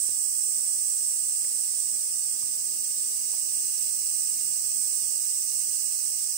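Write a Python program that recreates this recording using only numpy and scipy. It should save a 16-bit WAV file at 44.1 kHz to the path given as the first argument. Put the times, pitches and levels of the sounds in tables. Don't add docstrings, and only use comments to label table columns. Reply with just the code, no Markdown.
import sys
import numpy as np
from scipy import signal
from scipy.fft import rfft, irfft
from scipy.io import wavfile
from scipy.ndimage import uniform_filter1d

SR = 44100
rng = np.random.default_rng(int(sys.argv[2]) if len(sys.argv) > 2 else 0)


def master(y):
    cut = np.clip(np.atleast_2d(y).T, -1, 1)
    pcm = np.round(cut * 32767)
    wavfile.write(sys.argv[1], SR, pcm.astype(np.int16))


def ratio(d):
    e = np.asarray(d, float) / 20
    return 10 ** e


N = 280917
TIME_S = np.arange(N) / SR
HZ = np.maximum(np.arange(N // 2 + 1) * SR / N, 1)

# pitch_hz, left_db_per_hz, right_db_per_hz
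SHRILL_BODY = [(6700, -106.9, -89.9), (7100, -82.5, -68.3), (7450, -71.4, -62.6), (7750, -62.3, -58.8),
               (8200, -61.8, -55.7), (8600, -63.7, -57.2), (9000, -67.2, -60.1), (9600, -73.2, -64.7),
               (10200, -80.1, -69.8), (10800, -86.3, -73.6), (11100, -92.5, -75.2), (11600, -93.5, -76.1),
               (12000, -89.4, -76.5), (12800, -108.4, -96.9)]
MIDDLE_BODY = [(3500, -118, -108), (4000, -90, -85), (4300, -83, -82), (4500, -80.5, -79),
               (4800, -80, -75.5), (4950, -78, -70), (5100, -79, -71), (5350, -77, -69.5), (5750, -78, -69),
               (6000, -81, -67.5), (6250, -80, -65.5), (6450, -86.5, -68.5), (6850, -88.5, -70.5),
               (7200, -105, -88)]
HIGH_BODY = [(11900, -102, -88), (12300, -89.5, -78), (12800, -88, -77), (13300, -87.0, -76.5),
             (14000, -85.4, -73.9), (14800, -84.0, -69.6), (15500, -83.2, -68.0), (16500, -83, -68)]
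# pitch_hz, left_db_per_hz, right_db_per_hz
AIR_COLOUR = [(25, -100, -98), (70, -100, -97), (130, -97, -94), (200, -95.5, -88), (360, -94, -89.5),
              (560, -96.5, -94), (1400, -100, -93.5), (2000, -100, -92), (2400, -98, -91),
              (3050, -102, -91), (3200, -96.5, -87.5), (3450, -103, -90), (3650, -95, -87),
              (3870, -98, -89)]
# pitch_hz, likeness_0_to_1
AIR_LIKENESS = [(60, 0.21), (110, 0.048), (200, .65), (380, 0.4), (700, 0.74), (1300, 0.033), (2000, 0.035)]

# time_s, muscle_rate_hz, second_click_strength_0_to_1
DRUM = [(0, 197.0, .8), (1, 197.0, .7), (1.6, 197.0, .2), (2.5, 197.1, .4), (3.5, 197.8, .2),
        (4.5, 198.0, .3), (5.3, 197.0, .2), (6.37, 197.0, .3)]
# settled_lead_cycles, early_lead_cycles, mean_share_0_to_1, share_swing, in_step_s
MIDDLE_THROB = (-.62, 0.58, .38, .17, 1.1)
HIGH_THROB = (-.2, 0.47, 0.21, 0.027, 0.59)
THROB_HZ = 15.6
SETTLE_S, BEAT_S = 1.1, 1.56

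# start_s, length_s, level_db
CLOSE_PHRASES = [
    (4.1, .7, -65),
    (5.15, .55, -52),
    (5.85, .6, -56),
]
CLOSE_ATTACK_S, CLOSE_RELEASE_S = 0.27, 0.15
# pitch_hz, width_hz, left_db, right_db
LOW_BELLIES = [(2826, 48, -71.5, -64.5), (2763, 55, -74, -66.5), (2555, 65, -77.5, -69),
               (2162, 200, -74, -69.5), (2925, 90, -81, -72)]

# time_s, heading_deg
HEADING = [(0, 0), (5.3, 90), (6.37, 100)]
VIEW_DEG = 10.04
# left_db, right_db
SHRILL_TREES = [(-0.5, 1.1, 2.6), (22, 1.7, 2.2), (58, 0.58, 0.23), (71.5, 0.75, 1.16), (87.5, -0.19, 1.56)]
SHRILL_REST = (-0.98, -1.48)
MIDDLE_TREES = [(26.6, 1.9, .1), (51, 1.3, 0.38), (70, 2.1, 1.5), (95.7, 1, 2.2)]
MIDDLE_REST = (-1.6, -0.74)
HIGH_TREES = [(5, .1, 1.6), (28, 1.1, .3), (55, 2.5, 0.91), (68, .3, 2.3), (88, 1.2, 2.1), (103, .6, 1.3)]
HIGH_REST = (-1.1, -1.6)
LOW_TREES = [(27, 3.7, .6), (52, 5.7, 1.1), (68, 1.5, 7), (94.6, 4.5, 5)]
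LOW_REST = (-0.55, -1.1)

# time_s, peak_db, ring_hz, left_minus_right_db
KNOCKS = [
    (1.446, -41.5, 1940, -7.5),
    (1.447, -53, 526, 0),
    (1.543, -54, 303, -9),
    (2.429, -50, 1190, -10),
    (3.334, -50, 950, -2),
    (3.337, -53, 410, 2),
    (3.341, -48, 800, -3),
    (4.917, -54, 310, -6),
]
THUMPS = [
    (2.413, -61, 150, -9),
    (2.854, -57, 94.2, 6),
    (3.899, -58, 127, -7),
    (4.121, -55, 76, -10),
    (5.03, -53, 178, -14),
]
TAPS = [
    (0.084, -51, 286, -10.5),
    (0.0915, -40, 360, -8),
    (1.4465, -51, 2600, -4),
    (2.4345, -50, 131, -14),
    (2.49, -47, 400, -6),
]

# left_db, right_db
TRAFFIC = [(10, .8, .8), (47, 3.1, 2), (70.5, 3.2, 1.9)]
TRAFFIC_REST = (-0.4, -1.5)
RUMBLE_EDGES_HZ = [30, 120, 200, 300, 480]
PATCH_DB = 2.5

# pitch_hz, left_db_per_hz, right_db_per_hz
STEP = [(300, -103, -97), (1500, -95.5, -90), (2400, -92, -86), (3300, -93, -82), (3900, -84, -76.5),
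        (4500, -76, -72.5), (5400, -82, -77), (6700, -78.5, -76), (8000, -78, -76), (10300, -80, -82),
        (11300, -81, -82), (12200, -80.5, -81), (13500, -83, -81), (15800, -83, -78)]
FRAME, FRAME_START = 1024, 473
CUTOFF_HZ = 15750


def shrill_choir():
    return colour(crowd(26000, uneven_db=0.55), SHRILL_BODY) * ratio(facing(SHRILL_TREES, SHRILL_REST))


def crowd(clicks_per_s, uneven_db):
    born = rng.random((2, N)) < clicks_per_s / SR
    clicks = born * rng.standard_normal((2, N))
    return rms_one(clicks * ratio(uneven_db * drift(9.2)))


def throbbing_choir(body, swell_db, throb, near_from_hz, nearness, wander, sharp, t60, uneven_db):
    settled, early, mean, swing, in_step_s = throb
    lead = settled + early * np.exp(-TIME_S / SETTLE_S)
    in_step = np.cos(2 * np.pi * (TIME_S - in_step_s) / BEAT_S)
    share = np.clip(nearness * (mean + swing * in_step), 0, 0.95)
    near = near_singers(lead, wander, sharp, t60, count=3)
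    far = crowd(24000, uneven_db)
    mix = np.sqrt(share) * near + np.sqrt(1 - share) * far
    above = signal.butter(4, near_from_hz, "high", fs=SR, output="sos")
    below = signal.butter(4, near_from_hz, "low", fs=SR, output="sos")
    mix = signal.sosfilt(above, mix) + signal.sosfilt(below, far[:, ::-1])
    return colour(mix, body) * ratio(swell_db)


def near_singers(lead, wander, sharp, t60, count):
    rate_hz, second = in_time(DRUM)
    out = 0
    for detune, start in rng.standard_normal((count, 2)):
        own_rate_hz = rate_hz * (1 + wander * (detune + drift(6, channels=1)[0]))
        halves = np.floor(2 * (start + np.cumsum(own_rate_hz) / SR))
        clicks = np.diff(halves, prepend=halves[0]) * np.where(halves % 2, second, 1)
        uneven = 1 + 0.043 * rng.standard_normal(N)
        out = out + through_leaves(clicks * uneven, t60)
    throb = 0.5 + 0.5 * throb_wave(lead)
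    without_rumble = signal.lfilter([1, -1], [1, -0.95], out)
    return rms_one(without_rumble * throb ** sharp)


def throb_wave(lead):
    return np.cos(2 * np.pi * (THROB_HZ * TIME_S + lead))


def through_leaves(clicks, t60):
    t = np.arange(int(0.08 * SR)) / SR
    echoes = rng.standard_normal((2, len(t))) * ratio(-60 * t / t60)
    return signal.fftconvolve(clicks[None], echoes, axes=1)[:, :N]


def close_singer():
    r = np.exp(-np.pi * 130 / SR)
    belly = [[0.82, 0.024, -1, 1, -2 * r * np.cos(2 * np.pi * 5860 / SR), r * r]] * 2
    throb = (0.5 + 0.5 * throb_wave(0.38)) ** 1.5
    phrases = 0
    for start_s, length_s, level_db in CLOSE_PHRASES:
        rise = (TIME_S - start_s) / CLOSE_ATTACK_S
        fall = (start_s + length_s - TIME_S) / CLOSE_RELEASE_S + 1
        phrases = phrases + ratio(level_db) * np.clip(np.minimum(rise, fall), 0, 1)
    song = rms_one(signal.sosfilt(belly, crowd(9800, uneven_db=1.5)) * throb)
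    return song * phrases * ratio(np.array([[0], [-4]]))


def low_singers():
    out = 0
    for pitch_hz, width_hz, left_db, right_db in LOW_BELLIES:
        r = np.exp(-np.pi * width_hz / SR)
        belly = [[0.97, 0.0052, -1.07, 1, -2 * r * np.cos(2 * np.pi * pitch_hz / SR), r * r]] * 2
        hum = rms_one(signal.sosfilt(belly, crowd(9000, uneven_db=0.5)))
        out = out + hum * ratio(np.array([[left_db], [right_db]]))
    throb = 1 + 0.062 * throb_wave(0.38)
    return out * throb * ratio(facing(LOW_TREES, LOW_REST))


def knocks(events, cycles, crack, trim_db):
    out = np.zeros((2, N + SR))
    t = np.arange(SR // 8) / SR
    dull = signal.butter(2, [150, 4000], "band", fs=SR, output="sos")
    for time_s, peak_db, ring_hz, pan_db in events:
        fade = ratio(-60 * t * ring_hz / cycles)
        ring = np.sin(2 * np.pi * ring_hz * t) * fade * np.tanh(t / 0.00029)
        hiss = signal.sosfilt(dull, rng.standard_normal(len(t)))
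        blow = ring + crack * hiss * ratio(-60 * t / 0.028)
        start = int(time_s * SR)
        sides_db = pan_db / 2 * np.array([[1], [-1]])
        out[:, start:start + len(t)] += blow * ratio(peak_db + trim_db + sides_db)
    return out[:, :N]


def handling():
    ringing = knocks(KNOCKS, cycles=17.0, crack=1.0, trim_db=2.3)
    deep = knocks(THUMPS, cycles=10.0, crack=0.46, trim_db=-4.0)
    return ringing + deep + knocks(TAPS, cycles=3.1, crack=0.14, trim_db=3.8)


def air():
    both, left, right = rfft(rng.standard_normal((3, N)))
    alike = np.clip(at_hz(AIR_LIKENESS), 0, 1)
    sides = np.sqrt(alike) * both + np.sqrt(1 - alike) * np.array([left, right])
    noise = colour(irfft(sides, N), AIR_COLOUR)
    out = noise
    swell_db = facing(TRAFFIC, TRAFFIC_REST)
    for low, high, patch in zip(RUMBLE_EDGES_HZ, RUMBLE_EDGES_HZ[1:], drift(4.3, channels=4)):
        band = signal.sosfilt(signal.butter(1, [low, high], "band", fs=SR, output="sos"), noise)
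        out = out + 0.75 * band * (ratio(swell_db + PATCH_DB * patch) - 1)
    return out


def facing(trees, rest):
    heading = in_time(HEADING)[0, ::100]
    gain_db = np.array(rest)[:, None]
    for bearing, *db in trees:
        nearness = np.exp(-0.5 * ((heading - bearing) / VIEW_DEG) ** 2)
        gain_db = gain_db + nearness * np.array(db)[:, None]
    return in_time(np.c_[np.arange(len(heading)) * 100 / SR, gain_db.T])


def colour(white, body, skirt_db_oct=60):
    octaves_below = np.maximum(np.log2(body[0][0] / HZ), 0)
    octaves_above = np.maximum(np.log2(HZ / body[-1][0]), 0)
    gain_db = at_hz(body) - skirt_db_oct * (octaves_below + octaves_above)
    return irfft(rfft(white) * ratio(gain_db) * np.sqrt(SR / 2), N)


def drift(rate, channels=2):
    r = np.exp(-80 * np.pi * rate / SR)
    white = rng.standard_normal((channels, N // 40 + 2002))
    slow = rms_one(signal.lfilter([1], [1, -2 * r, r * r], white)[:, 2000:])
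    return np.array([np.interp(np.arange(N) / 40, np.arange(len(row)), row) for row in slow])


def rms_one(x):
    return x / np.sqrt(np.mean(x ** 2, axis=-1, keepdims=True) + 1e-20)


def in_time(rows):
    s, *columns = np.transpose(rows)
    return np.array([np.interp(TIME_S, s, c) for c in columns])


def at_hz(rows):
    hz, *columns = np.transpose(rows)
    return np.array([np.interp(np.log(HZ), np.log(hz), c) for c in columns])


def scene():
    middle = throbbing_choir(MIDDLE_BODY, facing(MIDDLE_TREES, MIDDLE_REST), MIDDLE_THROB,
                             near_from_hz=4600, nearness=0.95, wander=0.009, sharp=0.23,
                             t60=0.085, uneven_db=0.1)
    high = throbbing_choir(HIGH_BODY, facing(HIGH_TREES, HIGH_REST), HIGH_THROB,
                           near_from_hz=13400, nearness=1.0, wander=0.0005, sharp=0.9,
                           t60=0.04, uneven_db=0.3)
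    return shrill_choir() + middle + high + close_singer() + low_singers() + handling() + air()


def coarse_steps(x, frame_db, band_db):
    window = signal.windows.kaiser_bessel_derived(2 * FRAME, 4 * np.pi)
    frames = dict(fs=SR, window=window, nperseg=2 * FRAME, noverlap=FRAME, scaling="psd")
    lead_in = FRAME - FRAME_START
    hz, s, z = signal.stft(np.pad(x, ((0, 0), (lead_in, 0))), **frames)
    bins = np.minimum(hz * N / SR, N // 2).astype(int)
    step_db = at_hz(STEP)[:, bins, None] - 3
    band = (36 * np.log(1 + hz / 600)).astype(int)
    moments = np.minimum(s * SR, N - 1).astype(int)
    frame_waver = frame_db * drift(6)[:, None, moments]
    chance = rng.standard_normal((2, band.max() + 1, len(s)))
    band_waver = band_db * uniform_filter1d(chance, size=4)[:, band]
    step = ratio(step_db + frame_waver + band_waver)
    rounded = np.round(abs(z) / step) * step * np.exp(1j * np.angle(z))
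    return signal.istft(rounded, **frames)[1][:, lead_in:][:, :N]


def band_limit(x):
    return signal.sosfilt(signal.butter(12, 15790, fs=SR, output="sos"), x)


def record(dry):
    cut = irfft(rfft(dry) * (HZ < CUTOFF_HZ), N)
    mix = coarse_steps(cut, frame_db=1.0, band_db=6.0)
    return band_limit(mix)


dry = scene()
out = record(dry)
master(out)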